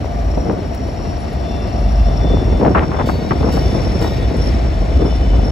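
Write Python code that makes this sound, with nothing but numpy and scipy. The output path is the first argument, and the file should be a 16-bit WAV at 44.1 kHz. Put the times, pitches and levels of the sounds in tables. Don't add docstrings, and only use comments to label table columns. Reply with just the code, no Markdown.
import sys
import numpy as np
from scipy import signal
from scipy.fft import rfft, irfft
from scipy.io import wavfile
from scipy.ndimage import uniform_filter1d, minimum_filter1d

SR = 44100
rng = np.random.default_rng(int(sys.argv[2]) if len(sys.argv) > 2 else 0)


def dump_mix(stems):
    frames = np.atleast_2d(stems).T
    limited = np.clip(frames, -1, 1)
    pcm = np.round(limited * 32767).astype(np.int16)
    wavfile.write(sys.argv[1], SR, pcm)


N = 242991
T = np.arange(N) / SR
HZ = np.fft.rfftfreq(N, 1 / SR)
SIDE = np.array([[.5], [-.5]])


def amp(db):
    return 10 ** (np.asarray(db) / 20)


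def unit_rms(x):
    return x / np.sqrt(np.mean(x ** 2) + 1e-20)


def curve(points):
    hz, value = np.transpose(points)
    return np.interp(np.log(HZ + 1), np.log(hz + 1), value)


def wander(rate_hz):
    return unit_rms(irfft(rfft(rng.standard_normal(N)) / (1 + (HZ / rate_hz) ** 4), N))


def tone(hz, width_hz):
    blur = wander(width_hz / 2) + 1j * wander(width_hz / 2)
    return (blur * np.exp(2j * np.pi * np.cumsum(hz * np.ones(N)) / SR)).real


def resonance(hz, half_width_hz):
    return 1 / (1 + ((HZ - hz) / half_width_hz) ** 2)


def swells(rows, steady_db=-100):
    power = sum(amp(db) ** 2 / (1 + ((T - crest) / half) ** 2 / 3) ** 3 for crest, half, db in rows)
    return np.sqrt(power + amp(steady_db) ** 2)


def struck(start, t60, rise_s):
    age = np.maximum(T - start, 0)
    return (1 - np.exp(-age / rise_s)) * np.exp(-np.log(1000) * age / t60)


# frequency in Hz, correlation from 0 to 1.
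PORT_CORRELATION = [(60, 0.97), (130, 0.8), (290, 0.74), (640, 0.23), (1400, 0.011), (2200, 0.46),
                    (3000, 0.66), (4400, 0.6), (7000, 1), (15000, 1)]

def noise(gain):
    left, independent = rfft(rng.standard_normal((2, N)))
    shared = np.clip(curve(PORT_CORRELATION), -1, 1)
    right = shared * left + np.sqrt(1 - shared ** 2) * independent
    return unit_rms(irfft(np.array([left, right]) * gain, N))


# closest approach in seconds, half-length in seconds,
# then relative levels of rumble, roar and hiss in dB.
PASSAGES = [(2.42, 0.47, -17, -27.5, -42.5), (3.817, 0.57, -17, -29, -35), (4.507, 0.072, -43, -48, -34),
            (5.3, 1, -22.5, -29, -38)]
# frequency in Hz, relative level in dB.
RUMBLE_SPECTRUM = [(30, -17), (50, -3.5), (65, 3), (82, -2), (110, -7), (160, -11.5), (300, -28.5),
                   (3000, -110)]
# crest in seconds, half-length in seconds, level in dB.
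EXHAUST_SWELLS = [(.23, .055, -14.5), (.36, .025, -15), (1.86, .05, -15), (2.03, .08, -12),
                  (2.3, .055, -11.5), (2.49, .035, -11), (2.64, .025, -15), (3.42, .045, -17),
                  (4.95, .35, -16), (5.32, .12, -10.5)]

def diesel(beat_hz=51.9, idle_db=-33, rumble_db=1.0, far_rumble_db=-23.5):
    cycles = np.cumsum(beat_hz * (1 + .13 * wander(26))) / SR
    unevenness = unit_rms(amp(3 * np.tanh(wander(24))))
    throb = unit_rms(np.sin(2 * np.pi * cycles)) * unevenness * swells(EXHAUST_SWELLS, idle_db)
    nearness = swells([(s, half, db) for s, half, db, _, _ in PASSAGES], far_rumble_db)
    return throb + noise(amp(curve(RUMBLE_SPECTRUM))) * nearness * amp(rumble_db)


# frequency in Hz, relative level in dB.
ROAR_SPECTRUM = [(60, -5), (240, 1), (380, -10), (520, -10.5), (660, -0.5), (830, -10), (1100, -17.5),
                 (1600, -20), (2400, -34.5), (9000, -92)]
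HISS_SPECTRUM = [(500, 10.5), (1500, 0), (2000, 7), (2600, 3), (3300, -1), (4500, -1.5), (5000, -5),
                 (6400, -11.5), (8000, -12), (11000, -22), (13000, -18), (16000, -50)]

def wheels(far_roar_db=-28, far_hiss_db=-38.5, rattle_db=-0.64, flutter_db=0.97):
    roar_level = swells([(s, half, db) for s, half, _, db, _ in PASSAGES], far_roar_db)
    hiss_level = swells([(s, half, db) for s, half, _, _, db in PASSAGES], far_hiss_db)
    roar = noise(amp(curve(ROAR_SPECTRUM))) * roar_level * amp(rattle_db * wander(38))
    hiss = noise(amp(curve(HISS_SPECTRUM))) * hiss_level * amp(flutter_db * wander(41))
    return roar + hiss


# frequency in Hz, width in Hz, relative level in dB.
BLADE_TONES = [(580, 13, -9.5), (688, 29, -6), (1186, 95, -14)]
# crest in seconds, half-length in seconds, relative level in dB.
DRONE_SWELLS = [(.25, 0.2, -30.5), (1.85, 0.58, -30)]

def fans(wash_hz=695, half_width_hz=60, wash_db=-3):
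    blades = sum(tone(hz, width) * amp(db) for hz, width, db in BLADE_TONES)
    wash = noise(resonance(wash_hz, half_width_hz))
    return (blades + amp(wash_db) * wash) * swells(DRONE_SWELLS)


# crest in seconds, half-length in seconds, level in dB.
TURBO_SURGES = [(.38, 0.065, -44.5), (1.03, 0.27, -48), (2.05, 0.4, -45), (3.65, 0.19, -39),
                (3.94, 0.17, -40.5), (4.45, 0.036, -34.5), (5.09, 0.055, -40), (5.48, 0.046, -42)]

def turbocharger(early_hz=5530, late_hz=5435, steady_db=-47, skirt_db=-11, octave_db=-18):
    hz = early_hz + (late_hz - early_hz) * T / T[-1] + 22 * wander(17)
    whistle = tone(hz, width_hz=192) + amp(skirt_db) * tone(hz, width_hz=1800)
    swing = (1 + np.tanh((T - 2.52) / .19)) / 2
    left_lead = -1.76 + 2.96 * swing
    whistle = (signal.hilbert(whistle) * np.exp(1j * SIDE * left_lead)).real
    octave = amp(octave_db) * tone(2 * hz, width_hz=730)
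    flutter = amp(2 * np.tanh(wander(35)))
    return (whistle + octave) * swells(TURBO_SURGES, steady_db) * flutter


# start and end in seconds, frequency and width in Hz, relative level in dB.
MACHINE_BANDS = [(.9, 2.7, 2719, 30, -57.5), (-1, 7, 3010, 60, -60.5), (4.9, 6, 2995, 45, -53),
                 (.7, 2.7, 1890, 80, -60), (.7, 2.8, 4450, 1100, -59)]

def whines(level_db=6.5):
    out = np.zeros(N)
    for start, end, hz, width, db in MACHINE_BANDS:
        progress = np.clip((T - start) / (end - start), 0, 1)
        swell = np.sqrt(abs(np.sin(np.pi * progress)))
        out += tone(hz, width) * swell * amp(db + level_db)
    return out


# frequency in Hz, relative level in dB.
BREEZE_SPECTRUM = [(30, -44), (100, -8.5), (200, -5), (330, -7), (500, -11), (800, -21.5), (1500, -32),
                   (4000, -99)]
# crest in seconds, half-length in seconds, relative level in dB.
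BREEZE_SWELLS = [(.52, 0.087, -18), (1.06, 0.046, -22.5), (1.65, 0.11, -26), (2.33, 0.064, -15.5),
                 (2.68, 0.1, -12), (3.1, 0.24, -27.5), (3.44, 0.068, -15.5), (3.85, 0.62, -19.5),
                 (5.04, 0.037, -14), (5.46, 0.14, -18.5)]
CALM_DB = -29

def breeze(level_db=-2, eddy_db=5.5):
    flap = unit_rms(amp(eddy_db * np.tanh(wander(50))))
    return noise(amp(curve(BREEZE_SPECTRUM))) * swells(BREEZE_SWELLS, CALM_DB) * amp(level_db) * flap


def eddy_spectrum(corner_hz, top_hz=3600):
    jw = 1j * HZ / corner_hz
    return jw / (1 + jw + jw ** 2) ** 2 / np.sqrt(1 + (HZ / top_hz) ** 8)


def pops(per_s=22, level_db=-36, corner_hz=480):
    arrivals = rng.random(N) < per_s / SR
    hits = arrivals * np.minimum(rng.exponential(1, N), 2) * rng.choice([-1, 1], N)
    knocks = unit_rms(irfft(rfft(hits) * eddy_spectrum(corner_hz), N))
    gustiness = unit_rms(np.sqrt(swells(BREEZE_SWELLS, CALM_DB)))
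    return knocks * amp(level_db) * gustiness


# time in seconds, peak level in dB, corner frequency in Hz.
WIND_SLAPS = [(.045, -13.5, 650), (.498, -16.5, 1440), (2.085, -16, 566), (2.371, -10, 660),
              (2.614, -10, 775), (2.651, -14, 1920), (2.663, -4, 980), (2.794, -5.5, 1900),
              (2.998, -16, 1790), (3.097, -17.5, 1500), (3.309, -14, 1620), (3.316, -14, 1800),
              (3.43, -15.5, 890), (3.577, -14, 900), (3.751, -11, 436), (4.047, -14, 895),
              (5.126, -17, 700)]

def slaps():
    out = np.zeros(N)
    for time, db, corner_hz in WIND_SLAPS:
        knock = irfft(eddy_spectrum(corner_hz) * np.exp(-2j * np.pi * HZ * time), N)
        out += amp(db) * knock / abs(knock).max()
    return out


# start in seconds, level in dB, length in seconds, corner frequency in Hz.
WIND_GUSTS = [(0.371, -13.5, 0.01, 514), (0.491, -15, 0.024, 590), (2.331, -13.5, 0.023, 387),
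              (2.524, -12, 0.0054, 540), (2.61, -13.5, 0.03, 670), (2.644, -10.5, 0.04, 810),
              (2.746, -10.5, 0.038, 1360), (2.795, -20, 0.051, 1130), (2.914, -23.5, 0.057, 1210),
              (2.987, -15.5, 0.029, 1130), (3.088, -12.5, 0.008, 1090), (3.307, -12.5, 0.012, 1220),
              (3.424, -22, 0.08, 820), (3.57, -13.5, 0.01, 730), (3.744, -17, .01, 790),
              (3.998, -22, 0.079, 714), (5.051, -14.5, 0.0084, 540)]

def gusts(steepness=6.7, top_hz=3300, left_bias_db=1.5, attack_s=0.0026, release_s=0.0085):
    crackle = unit_rms(amp(4.5 * np.tanh(wander(260))))
    out = np.zeros((2, N))
    for start, db, length, corner_hz in WIND_GUSTS:
        high_pass = HZ / (HZ + corner_hz / 12)
        low_pass = 1 / np.sqrt((1 + (HZ / corner_hz) ** steepness) * (1 + (HZ / top_hz) ** 8))
        attack = np.clip((T - start) / attack_s, 0, 1)
        envelope = attack * np.exp(-np.maximum(T - start - length, 0) / release_s)
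        burst = unit_rms(noise(high_pass * low_pass) * crackle * envelope)
        out += burst * np.sqrt(np.mean(envelope ** 2)) * amp(db)
    return out * amp(SIDE * left_bias_db)


# start in seconds, level in dB, frequency in Hz,
# half-width in Hz, 60 dB decay time in seconds.
STEEL_CLINKS = [(0.745, -37, 11000, 6150, 0.056), (1.2, -49, 9700, 700, .2),
                (1.325, -50, 10200, 5000, 0.16), (4.366, -40, 9000, 1200, 0.086)]

def clinks(rise_s=0.00081):
    return sum(noise(resonance(hz, half_width)) * amp(db) * struck(start, t60, rise_s)
               for start, db, hz, half_width, t60 in STEEL_CLINKS)


# crest in seconds, half-length in seconds, level in dB.
FLANGE_RUBS = [(1.54, .065, -45.5), (2.08, .045, -49), (2.315, .055, -37), (2.42, .02, -45),
               (2.555, .03, -44.5), (3.03, .04, -46.5), (3.7, .06, -44), (4.08, .045, -44.5),
               (4.24, .035, -45), (5.08, .065, -45.5)]

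def flange(early_hz=3538, late_hz=3502, shake_db=2, graze_db=-52.5, first_touch_s=1.24, grip_s=0.11):
    hz = early_hz + (late_hz - early_hz) * T / T[-1] + 7 * wander(35)
    grazing = amp(graze_db) * unit_rms(amp(5 * np.tanh(wander(9))))
    contact = np.clip((T - first_touch_s) / grip_s, 0, 1)
    level = np.hypot(swells(FLANGE_RUBS), grazing) * contact
    mode = unit_rms(np.sin(2 * np.pi * np.cumsum(hz) / SR))
    return mode * level * amp(shake_db * np.tanh(wander(40)))


# start in seconds, ring level in dB, clang level in dB,
# the mode favoured by the strike point in Hz, its lift in dB, a second favoured mode in Hz.
BELL_STROKES = [(3.056, -32.5, -35, 4452, 12, 3842), (3.515, -34, -33, 3002, 6, 4560),
                (4.008, -32.5, -34.5, 1873, 6, 3842)]
# frequency in Hz, relative level in dB, 60 dB decay time in seconds.
BELL_MODES = [(1482, -3, .9), (1873, -9.5, 1.6), (2192, -9, 1), (2708, -10, .7), (3002, -11, 1),
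              (3842, -12, 1.6), (4452, -17.5, 1.9), (4560, -14, 1.4), (4670, -13, 1), (6150, -21, .9),
              (6380, -20, .9), (7144, -20, .7)]
# frequency in Hz, relative level in dB.
CLANG_SPECTRUM = [(2000, -4), (4500, -1), (6000, -10), (8000, -0.5), (11000, -11.5), (13000, -5),
                  (15200, -14), (16500, -21)]
# centre in Hz, half-width in Hz, relative level in dB.
MODE_CLUSTERS = [(7350, 500, -3), (11700, 600, -1), (15000, 330, -2)]

def bell(shimmer_db=-49, rise_s=.006, second_lift_db=5.5, scattered_share=.42, scatter_hz=50):
    ripple = amp(6 * np.tanh(wander(500)[:len(HZ)]))
    clang = noise(amp(curve(CLANG_SPECTRUM)) * ripple)
    shimmer = noise(sum(amp(db) * resonance(hz, half) for hz, half, db in MODE_CLUSTERS) * ripple)
    out = np.zeros((2, N))
    for start, _, clang_db, *_ in BELL_STROKES:
        out += clang * amp(clang_db) * struck(start, t60=.33, rise_s=.0072)
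        out += shimmer * amp(shimmer_db) * struck(start, t60=.95, rise_s=rise_s)
    for hz, db, t60 in BELL_MODES:
        direct = unit_rms(np.sin(2 * np.pi * (hz * T + rng.random())))
        scattered = tone(hz, scatter_hz)
        ring = np.sqrt((1 - scattered_share) / 2) * direct + np.sqrt(scattered_share / 2) * scattered
        for start, ring_db, _, first_hz, first_lift_db, second_hz in BELL_STROKES:
            lift_db = first_lift_db * (hz == first_hz) + second_lift_db * (hz == second_hz)
            out += ring * amp(ring_db + db + lift_db) * struck(start, t60, rise_s)
    return out


# frequency in Hz, lead of the left in radians.
PORT_PHASE = [(400, 0), (700, 1.4), (1100, 1.2), (1370, 2.9), (1800, 0), (2300, -.3), (3000, 1.4),
              (3520, .5), (4000, 0), (4800, .2), (5500, .6), (6300, 0), (7300, 0), (8400, -2.6),
              (9000, -3.3), (15000, -12.5)]
# frequency in Hz, level of left over right in dB.
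PORT_BALANCE = [(60, 0.5), (200, 0.5), (380, 1), (700, 5.5), (1300, 1), (2400, 3.5), (5500, 3.5),
                (8000, -0.5)]

def scene():
    train = diesel() + fans() + wheels() + turbocharger() + flange() + whines() + bell() + clinks()
    wind = breeze() + gusts() + slaps() + pops()
    phase_shift = np.exp(1j * SIDE * np.interp(HZ, *np.transpose(PORT_PHASE)))
    fade = signal.windows.tukey(N, .002)
    spectrum = rfft(train * fade) * phase_shift + rfft(wind * fade)
    return irfft(spectrum * amp(SIDE * curve(PORT_BALANCE)), N)


def record(dry, low_cut_hz=36, knee_db=-21, duck_slope=0.084, ceiling=.94, high_cut_hz=15900):
    dry = signal.sosfilt(signal.butter(4, low_cut_hz, "high", fs=SR, output="sos"), dry)
    above_bass = signal.sosfilt(signal.butter(2, 300, "high", fs=SR, output="sos"), dry)
    power_db = 10 * np.log10(abs(uniform_filter1d((above_bass ** 2).mean(0), size=500)) + 1e-12)
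    fall_db = 14 * T
    held_db = np.maximum.accumulate(power_db + fall_db) - fall_db
    over_db = np.maximum(held_db - knee_db, 0)
    ducked = dry / amp(duck_slope * uniform_filter1d(over_db, size=300))
    limiter_gain = ceiling / np.maximum(abs(ducked).max(0), ceiling)
    limited = ducked * uniform_filter1d(minimum_filter1d(limiter_gain, size=121), size=121)
    low_pass = signal.firwin(511, high_cut_hz, window=("kaiser", 9), fs=SR)
    return signal.oaconvolve(limited, low_pass[None], "same")


dry = scene()
out = record(dry)
dump_mix(out)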